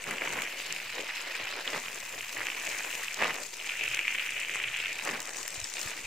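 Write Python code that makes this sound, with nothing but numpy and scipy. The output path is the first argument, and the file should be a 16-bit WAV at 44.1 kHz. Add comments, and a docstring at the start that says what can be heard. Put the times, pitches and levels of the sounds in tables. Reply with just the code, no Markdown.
"""Drops patter on low leafy plants and drum on the plastic sheet between them; fine spray ticks all around.
They come from a slack garden-hose stream that swings across. Each drop is a blow of force, shaped by the spectrum
of what it strikes; drops too small to tell apart become a wash of noise, and the heaviest ring at a pitch.
Light wind puffs in rumbling noise at two unlike microphone ports."""
import sys
import numpy as np
from scipy import signal
from scipy.fft import rfft, irfft, next_fast_len
from scipy.io import wavfile
from scipy.ndimage import uniform_filter1d, map_coordinates

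SR = 44100
rng = np.random.default_rng(int(sys.argv[2]) if len(sys.argv) > 2 else 0)


def field_ratio(decibels):
    """Amplitude ratio for a level in dB (20 dB per decade); scalars and array-likes work."""
    return 10 ** (np.asarray(decibels, dtype=float) / 20)


def master_out(mix):
    """Clip the mix to full scale and print it as 16-bit PCM to the path in sys.argv[1]."""
    frames = np.transpose(np.atleast_2d(mix))
    ceiling = np.clip(frames, -1, 1)
    pcm = np.round(ceiling * 32767).astype(np.int16)
    wavfile.write(sys.argv[1], SR, pcm)


N = 267246

# Spectra of what the water excites. Each row: frequency in Hz, relative level in dB.
# The hollow drumming of the sheet
SHEET = [(150, -23), (300, -5), (400, -3), (540, -0.5), (750, -4.5), (1200, -13), (2500, -76)]
# The sharper slap of water on the sheet
SLAP = [(300, -58), (650, -14.5), (950, -5), (1400, -6.5), (2000, -1), (4000, -79)]
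# The air booming under the sheet
BOOM = [(50, -54), (110, -7.5), (170, -0.5), (250, -2), (330, -7.5), (600, -26.5)]
# Soft leaves
LEAF = [(500, -51), (1200, -14), (1700, -3.5), (2400, 2.5), (3000, -2), (3800, -18.5), (4500, -24),
        (8000, -77)]
# Coarse fizz
FIZZ = [(1500, -56), (2500, 2), (3200, -4.5), (3800, -1), (4300, -3), (5200, -4), (6200, -15.5),
        (10000, -74)]
# Fine spray
SPRAY = [(2500, -60), (4800, -6.5), (6000, 0), (6800, 1.5), (7250, 3), (7700, -0.5), (9000, -5.5),
         (11000, -26.5), (16000, -50)]
# The finest mist
FINEST = [(5000, -56), (8500, -22), (9800, -1.5), (11500, 0), (12300, -4), (13400, 0.5), (14200, -1.5),
          (15400, -1.5)]

# The stream on the plants. Each row: time in seconds, patter level in dB, cover of stiff dense leaves from 0 to 1.
PATTER = [(0, -47, .4), (.14, -39.5, 0.6), (.185, -43, 0.2), (.25, -37.5, .5), (.46, -38.5, 0.23),
          (.6, -41.5, 0.3), (1.3, -41, 0), (1.42, -38.5, 0), (1.63, -43.5, 0.13), (1.9, -44.5, 0.23),
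          (2.3, -44, 0.35), (2.45, -43, 0.23), (2.87, -38.5, 0.12), (3.14, -42, 0.17), (3.33, -39.5, 0.5),
          (3.49, -52.5, 0.77), (3.68, -39, 0.34), (3.78, -36, 0.53), (4.19, -36, 0.45), (4.3, -37.5, 0.63),
          (4.6, -37, 0.4), (4.92, -37, 0.6), (4.95, -45, .5), (5.2, -46, 0.17), (5.33, -48, 0.18),
          (5.62, -47.5, 0.42), (5.92, -44.5, 0.1), (6.06, -44, 0.48)]
# What the stream throws off. Each row: time in seconds, spray level in dB, coarse fizz over the spray in dB,
# finest mist over the spray in dB.
SCATTER = [(0, -51, -3, -7), (.4, -49, -3.5, -5), (.66, -51, 7, -2), (.8, -50.5, 5.5, -3),
           (1.0, -51.5, 6, -5), (1.63, -54, 9, -3), (1.7, -48, 2, -7), (1.9, -49.5, -1, -4),
           (2.3, -50, 0, -2.5), (2.65, -45.5, -2.5, -6), (3.0, -45, -2.5, -3.5), (3.15, -49.5, 1.5, -6),
           (3.42, -45, -5.5, -9), (3.5, -48.5, -2.5, -8), (3.8, -48, -1.5, -6.5), (4.25, -49.5, -4, -4.5),
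           (4.57, -48.5, -3.5, -8.5), (4.93, -51.5, 3, -5.5), (5.15, -49, -3.5, -8),
           (5.33, -48.5, -4.5, -11), (5.38, -39.5, -6.5, -14), (5.45, -46, -4, -9.5), (5.7, -45, -3.5, -12),
           (5.86, -42.5, -1, -5.5), (5.93, -46, 0.5, -9), (6.06, -49.5, -2, -10)]
# Likeness of the two ports. Each row: frequency in Hz, left-right correlation (1 = identical).
ALIKE = [(40, 0.92), (80, 0.89), (130, 0.87), (380, 0.93), (700, 0.82), (1290, 0.77), (2380, 0.85),
         (4400, .62), (8120, 0.25), (15000, .1)]

CONTACT_S = 0.0009  # from first touch to the peak of a blow on a leaf


def unit(x):
    """Scale to rms 1."""
    return x / np.sqrt(np.mean(x ** 2) + 1e-20)


def along(points, hz):
    """Read (Hz, value) points on a log frequency axis."""
    f, v = np.transpose(points)
    return np.interp(np.log(hz + 1), np.log(f + 1), v)


def curves(rows):
    """One value per sample for each column after the time."""
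    s, *columns = np.transpose(rows)
    t = np.arange(N) / SR
    return [np.interp(t, s, column) for column in columns]


def wobble(rate):
    """A smooth random curve with rate knots a second."""
    knots = rng.standard_normal(N // 100)
    return map_coordinates(knots, [np.arange(N) * rate / SR])


def filtered(x, response):
    """Multiply the spectrum of x by a complex response of frequency."""
    m = next_fast_len(N + 8192)
    hz = np.fft.rfftfreq(m, 1 / SR)
    return irfft(rfft(x, m) * response(hz), m)[..., :N]


def body(x, spectrum):
    """What a struck surface makes of the force x; a lone unit blow peaks at 1."""
    peak = np.mean(field_ratio(along(spectrum, np.fft.rfftfreq(4096, 1 / SR))))
    return filtered(x, lambda hz: field_ratio(along(spectrum, hz)) / peak)


def arrivals(rate, spread_db, clumps_db):
    """Random drops, rate a second, few big and many small; the stream sheds them in clumps."""
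    chance = rng.random(N)
    size = np.minimum(rng.exponential(size=N), 4)
    return (chance < rate / SR) * field_ratio(spread_db * size + clumps_db)


def splatter(drops, life, wash):
    """Each drop spreads as a burst of noise dying over life seconds, on a wash of drops too small to tell apart."""
    spread = signal.lfilter([1], [1, -np.exp(-1 / (life * SR))], drops)
    return (unit(spread) + wash) * rng.standard_normal(N)


def blows(rows, db, splash, life):
    """One clean blow at each row's time, then a little noisy splash dying over life seconds."""
    force = np.zeros(N)
    force[np.round(np.array(rows)[:, 0] * SR).astype(int)] = field_ratio(db)
    after = signal.lfilter([0, splash], [1, -np.exp(-1 / (life * SR))], force)
    return force + after * rng.standard_normal(N)


def knocks(rows, rise, fall):
    """A few cycles at each row's pitch, swelling for rise cycles to the peak and dying over fall cycles."""
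    out = np.zeros(N + SR)
    for s, db, hz in rows:
        turns = np.arange(int(12 * SR / hz)) * hz / SR  # cycles since first touch
        shape = np.exp(-turns / fall) * (1 - np.exp(-(turns / rise) ** 2))
        top = shape.argmax()
        ring = field_ratio(db) * shape / shape[top] * np.cos(2 * np.pi * (turns - turns[top]))
        out[round(s * SR) - top:][:len(turns)] += ring
    return out[:N]


def scattered_rows(count, level_db, spread_db):
    """Random events: time, level a little around level_db at that time, and a spare normal number."""
    s = rng.uniform(0.01, N / SR - 0.01, size=count)
    draw = np.clip(rng.standard_normal((count, 2)), -2, 1)
    db = level_db[(s * SR).astype(int)] + spread_db * draw[:, 0]
    return s, db, draw[:, 1]


def crossings():
    """Gains of drumming, slap and boom while the stream is on bare sheet: a steep rise, a hold, a slower fall."""
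    # Each row: start of the hold in seconds, hold in seconds, drumming level in dB,
    # slap over drumming in dB, boom over drumming in dB.
    visits = [(0.077, 0.007, -45.5, 3, -6), (.115, 0.022, -43.5, 2, -3.5), (.215, .2, -45.5, 2, -9.5),
              (.66, 0.071, -54.5, 2, -4.5), (.95, 0.068, -58, -19, -15), (1.398, 0.011, -46.5, -11, -12),
              (1.57, 0.014, -46, 2, -24), (1.68, 0.01, -48, 4, -18), (1.742, 0.033, -42, 2, -9.5),
              (2.37, 0.19, -59.5, 11, -12), (2.86, 0.012, -54, 7, -20), (2.98, 0.026, -51, 0, -20),
              (3.21, 0.039, -37.5, 5.5, -11.5), (3.27, 0.04, -45.5, 8, -7), (3.34, 0.079, -48, 0.5, -15.5),
              (5.059, 0.036, -43.5, 5.5, -4), (5.131, 0.017, -45, 7, -6), (5.185, 0.011, -51.5, 3.5, -12),
              (5.39, 0.01, -58, 9, -14), (5.85, 0.02, -55.5, 3, -2)]
    attack_db_per_s, release_db_per_s = 516, 356
    t = np.arange(N) / SR
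    power = np.zeros((3, N))
    for s, held, db, slap_db, boom_db in visits:
        before_db = attack_db_per_s * np.maximum(s - t, 0)
        after_db = release_db_per_s * np.maximum(t - s - held, 0)
        balance_db = np.array([[0], [slap_db], [boom_db]])
        power += field_ratio(2 * (db - before_db - after_db)) * field_ratio(2 * balance_db)
    return np.sqrt(power)


def air():
    """Lumpy wind rumble with short gusts, the boom of air under the sheet, and a few soft low bumps."""
    # Wind spectrum. Each row: frequency in Hz, relative level in dB.
    rumble_spectrum = [(10, -36), (30, -6), (60, -11.5), (100, -0.5), (140, -2), (300, -42)]
    # Short gusts. Each row: time of the crest in seconds, level in dB.
    gusts = [(.05, -70), (1.43, -58), (2.16, -72), (2.41, -85), (3.24, -71), (3.86, -82), (4.64, -83),
             (5.2, -67), (5.62, -56.5), (5.86, -57), (6.06, -58)]
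    # Low bumps. Each row: time of the peak in seconds, level in dB, pitch in Hz.
    thuds = [(2.04, -60, 60.3), (5.58, -44, 92), (5.626, -48.5, 60), (5.861, -41, 91.5), (6.045, -48.5, 70)]
    wind_db, gust_s, boom_rest_db = -70.5, 0.019, -67
    t = np.arange(N) / SR
    wind = field_ratio(wind_db + 3.5 * wobble(5.18))
    for s, db in gusts:
        wind += field_ratio(db) * np.exp(-((t - s) / gust_s) ** 2)
    under = np.hypot(crossings()[2], field_ratio(boom_rest_db + 0.75 * wobble(5.88)))
    rumble = wind * field_ratio(3.5 * wobble(10)) * unit(body(rng.standard_normal(N), rumble_spectrum))
    boom = under * field_ratio(2.1 * wobble(25)) * unit(body(rng.standard_normal(N), BOOM))
    return rumble + boom + knocks(thuds, rise=0.7, fall=0.33)


def spits():
    """Small fast drops tick on stiff leaf edges and taut plastic: brief blows on the bright spectra."""
    # The sharpest ticks. 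Each row: first touch in seconds, level in dB.
    sharpest = [(0.0406, -30), (0.1092, -26), (0.2493, -30), (0.4085, -38), (0.4197, -24), (0.726, -38),
                (0.7248, -23.5), (0.9528, -30), (1.221, -31), (1.5643, -32), (1.957, -30), (2.598, -29),
                (2.9135, -27), (3.0316, -26), (3.1436, -23), (3.342, -24.5), (3.4346, -23.5), (3.8375, -22),
                (3.9464, -23.5), (4.4, -28), (4.5502, -35), (4.6354, -37), (4.7699, -30), (5.05, -20.5),
                (5.1013, -29), (5.2027, -23.5), (5.2542, -29), (5.3602, -37), (5.4786, -18.5),
                (5.6004, -28), (5.6999, -29), (5.7383, -25), (5.7932, -25), (5.8142, -29)]
    over_spray_db, spread_db = 17.5, 1  # the other ticks
    fizz_db, fizz_spread_db = -11, 4.5
    spray_db = curves(SCATTER)[0]
    s, db, _ = scattered_rows(count=40, level_db=spray_db + over_spray_db, spread_db=spread_db)
    rows = np.vstack([np.add(sharpest, [CONTACT_S, 0]), np.c_[s, db]])
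    db = rows[:, 1]
    coarse_db = db + fizz_db + fizz_spread_db * np.minimum(rng.standard_normal(len(db)), 1)
    tick = blows(rows, db, splash=0.39, life=0.00029)
    bright = 1.01 * body(tick, SPRAY) + 0.54 * body(tick, FINEST)
    return bright + body(blows(rows, coarse_db, splash=0.27, life=0.0013), FIZZ)


def big_drops():
    """Heavy drops knock a leaf at its pitch, push the sheet under it and throw a little spray."""
    # The biggest drops on leaves. Each row: first touch in seconds, level in dB, pitch in Hz.
    biggest = [(0.0402, -26, 2450), (0.1107, -20, 2150), (0.21, -22, 2380), (0.2188, -19, 2100),
               (0.2738, -22, 2320), (0.389, -20, 2010), (0.4194, -18, 2380), (0.4474, -28, 2680),
               (0.7075, -22, 2760), (0.7629, -20, 2560), (1.0911, -28, 1900), (1.1064, -24.5, 1970),
               (1.349, -26, 2510), (1.4546, -24, 2470), (1.478, -25, 2780), (1.6761, -15.5, 3140),
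               (1.8832, -23, 2590), (2.2078, -22.5, 2620), (2.3686, -37, 2150), (2.4159, -21.5, 1980),
               (2.4624, -29, 2930), (2.4686, -16.5, 2520), (2.4852, -20, 2200), (2.501, -19, 2490),
               (2.5182, -25, 2770), (2.6748, -24, 2290), (2.928, -23, 2670), (3.035, -25, 1920),
               (3.0823, -18.5, 2620), (3.1967, -31, 1800), (3.2041, -24, 1740), (3.2174, -19, 2540),
               (3.2358, -18, 2470), (3.308, -28, 2510), (3.5995, -25, 2830), (3.6923, -18, 2690),
               (3.6966, -18, 2580), (3.7194, -20.5, 2480), (3.8365, -20.5, 2410), (3.8531, -21, 2250),
               (3.8787, -20, 2500), (3.9426, -19.5, 2500), (3.9752, -19, 2200), (3.9913, -11.5, 2430),
               (4.0714, -21, 2300), (4.0796, -10, 2410), (4.1248, -19.5, 2420), (4.1837, -18, 2440),
               (4.1955, -17.5, 2750), (4.2217, -23, 2430), (4.3427, -24, 2480), (4.3946, -20.5, 2240),
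               (4.6388, -16, 2640), (4.6423, -18, 2630), (4.6833, -21, 2840), (4.7418, -19, 2500),
               (4.7627, -18.5, 2340), (4.848, -20, 2430), (4.8576, -17.5, 2700), (4.9895, -20, 2360),
               (5.4782, -27.5, 1900), (5.7688, -24.5, 2600)]
    over_patter_db, spread_db = 12.5, 2.5  # the other heavy drops
    pitch_hz, pitch_spread = 2400, 0.074
    push_db, push_cover_db, push_spread_db = -11, -15, -13.5  # passed on to the sheet, less under full cover
    leaf_db, cover = curves(PATTER)
    s, db, tune = scattered_rows(count=90, level_db=leaf_db + over_patter_db, spread_db=spread_db)
    others = np.c_[s, db, pitch_hz * np.exp(pitch_spread * tune)]
    rows = np.vstack([np.add(biggest, [CONTACT_S, 0, 0]), others])
    s, db, _ = rows.T
    sheet_db = push_db + push_cover_db * cover[(s * SR).astype(int)]
    sheet_db -= abs(push_spread_db * rng.standard_normal(len(s)))
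    push = body(blows(rows, db + sheet_db, splash=0.061, life=0.0021), SLAP)
    spatter = body(blows(rows, db - 26, splash=0.3, life=0.00097), SPRAY)
    return field_ratio(-1.0) * knocks(rows, rise=1.21, fall=1.59) + push + spatter


def sheet_drops():
    """On bare sheet every bead of the stream is heard alone; the biggest smack, and a few plop into a hollow."""
    # The biggest drops on bare sheet. Each row: first touch in seconds, level in dB.
    hits = [(0.109, -32), (0.274, -27), (0.42, -38), (1.745, -24.5), (1.784, -39), (1.86, -29),
            (2.368, -24), (2.404, -25.5), (2.845, -28), (3.204, -26), (3.222, -14), (3.23, -22),
            (3.243, -16), (3.246, -27), (3.267, -24), (3.382, -27), (4.555, -23.5), (5.057, -28),
            (5.067, -30), (5.074, -23), (5.082, -29), (5.095, -21), (5.147, -26)]
    # Drops into a hollow of the sheet. Each row: time of the peak in seconds, level in dB, pitch in Hz.
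    plops = [(.944, -44, 450), (.957, -41, 520), (.975, -35, 500), (.983, -40, 504), (.989, -35, 480),
             (.995, -32, 485), (1.006, -39, 420), (1.018, -38, 400), (1.028, -41, 520), (1.037, -37, 583)]
    sheet_contact_s = 0.002  # a blow on the sheet peaks this long after its row's time
    beads_per_s, timing_scatter = 150, 0.3  # the stream arrives as a string of beads
    bead_db, bead_spread_db = 4.5, 2.5
    on_drum, on_slap, _ = crossings()
    draw = rng.standard_normal((2000, 2))
    s = np.cumsum(np.exp(timing_scatter * draw[:, 0]) / beads_per_s)
    keep = s < N / SR - 0.01
    levels_db = bead_db + bead_spread_db * draw[keep, 1]
    beads = blows(s[keep, None], levels_db, splash=0.063, life=0.0016)
    smacks = blows(np.add(hits, [sheet_contact_s, 0]), np.transpose(hits)[1], splash=0.087, life=0.0012)
    taut = body(on_slap * beads + 0.72 * smacks, SLAP) + body(0.67 * smacks, LEAF)
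    hollow = body(on_drum * beads + 0.15 * smacks, SHEET) + body(0.16 * smacks, BOOM)
    return taut + hollow + knocks(plops, rise=0.8, fall=0.9)


def stream():
    """The same drops sound sheet, leaves and spray; the spray also has small drops of its own."""
    # Stiff dense leaves. Each row: frequency in Hz, relative level in dB.
    stiff_leaf = [(800, -60), (1300, -20), (1700, -13), (2050, -6), (2430, 0), (2900, -6), (3500, -18),
                  (4300, -30), (7000, -70)]
    runoff_db, runoff_slap_db = -51.5, -46.5  # water running off onto the sheet
    cover_db = -11.5  # how much full leaf cover hides the runoff
    rebound_db, rebound_fizz_db = -2, -8.5  # patter and fizz kicked up by a slap on the sheet
    leaf_db, cover = curves(PATTER)
    spray_db, coarse_db, mist_db = curves(SCATTER)
    on_drum, on_slap, _ = crossings()
    hidden_db = cover_db * cover

    clumps_db = 0.8 * wobble(18) + 1.5 * wobble(70)
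    shared = arrivals(rate=900, spread_db=3.5, clumps_db=clumps_db)
    fine = arrivals(rate=900, spread_db=5.5, clumps_db=1.4 * clumps_db + 0.41 * wobble(11))

    sheet = unit(body(splatter(shared, life=0.00068, wash=1.0), SHEET))
    slap = unit(body(splatter(shared, life=0.00063, wash=0.79), SLAP))
    patter = splatter(shared, life=0.00025, wash=0.9)
    leaves = (1 - cover) * unit(body(patter, LEAF)) + cover * unit(body(patter, stiff_leaf))
    fizz = unit(body(splatter(2.6 * shared + fine, life=0.00091, wash=0.47), FIZZ))
    spray = unit(body(splatter(0.29 * shared + fine, life=0.00035, wash=0.86), SPRAY))
    mist = unit(body(splatter(fine, life=0.00037, wash=1.6), FINEST))

    # direct and secondary water add in power
    drum_gain = np.hypot(on_drum, field_ratio(runoff_db + hidden_db + 2.7 * wobble(12)))
    slap_gain = np.hypot(on_slap, field_ratio(runoff_slap_db + hidden_db + 0.87 * wobble(12)))
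    leaf_gain = np.hypot(field_ratio(rebound_db) * on_slap, field_ratio(leaf_db + 0.43 * wobble(15)))
    fizz_gain = np.hypot(field_ratio(rebound_fizz_db) * on_slap, field_ratio(spray_db + coarse_db))
    spray_gain = field_ratio(spray_db + 0.43 * wobble(20))
    low = drum_gain * sheet + slap_gain * slap + leaf_gain * leaves
    return low + fizz_gain * fizz + spray_gain * spray + field_ratio(spray_db + mist_db) * mist


def patchy(x, depth_db):
    """The landing spot never rests: patches of the spectrum swell and sink for some tens of milliseconds."""
    z = signal.stft(x, nperseg=512)[2]
    field = uniform_filter1d(rng.standard_normal(z.shape), size=4, axis=0)  # smooth over frequency
    field = uniform_filter1d(field, size=8, axis=1)  # smooth over time
    return signal.istft(z * field_ratio(depth_db * unit(field)), nperseg=512)[1][:N]


def ports(x):
    """Both ports hear the direct sound; sound scattered by nearby leaves reaches them in opposite sense."""
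    z = signal.stft(x, SR, nperseg=256)[2]
    random_phase = np.exp(2j * np.pi * rng.random(z.shape))
    scattered = signal.istft(z * random_phase, SR, nperseg=256)[1][:N]
    scattered *= np.std(x) / np.std(scattered)
    # this mixing angle gives the wanted correlation
    angle = lambda hz: np.arccos(np.clip(along(ALIKE, hz), -1, 1)) / 2
    direct = filtered(x, lambda hz: np.cos(angle(hz)))
    side = filtered(scattered, lambda hz: np.sin(angle(hz)))
    return np.array([direct + side, direct - side])


def scene():
    """Water and air as they reach the two ports."""
    water = patchy(stream(), depth_db=1.23) + big_drops() + sheet_drops() + spits()
    return ports(water + air())


def port_colour(hz):
    """The ports differ in level and phase by frequency, the right duller on top; their sum stays even."""
    # Each row: frequency in Hz, left minus right in dB.
    lean = [(40, 15), (120, 0), (300, 1), (600, 4.5), (1200, -5.5), (2200, 1.7), (3500, -1.5), (5500, 1.5),
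            (9000, 14.5), (15000, 7.5)]
    # Each row: frequency in Hz, phase in radians by which the left leads.
    lead_points = [(400, 0), (780, -.7), (1750, .3), (3000, -.2), (6000, .7), (8500, -1.1), (15500, -2.2)]
    lean_db = along(lean, hz)
    left, right = field_ratio(lean_db / 2), field_ratio(-lean_db / 2)
    lead = along(lead_points, hz)
    alike = np.clip(along(ALIKE, hz), -1, 1)
    both = np.sqrt(left ** 2 + right ** 2 + 2 * alike * np.cos(lead)) / 2
    return np.array([left, right * np.exp(-1j * lead)]) / both


def top_cut(x):
    """Nothing passes above the cut-off."""
    return signal.sosfilt(signal.butter(12, 16690, fs=SR, output="sos"), x)


def record(dry):
    """Port colour, a band limit in two steps and the standing offset of the converter."""
    step_hz, top_hz = 15480, 15830  # 12 dB down from the first, silent from the second
    limit = lambda hz: np.where(hz < step_hz, 1, field_ratio(-12)) * (hz < top_hz)
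    coloured = filtered(dry, lambda hz: port_colour(hz) * limit(hz))
    offset = 0.0021
    return top_cut(coloured + offset)


dry = scene()
out = record(dry)
master_out(out)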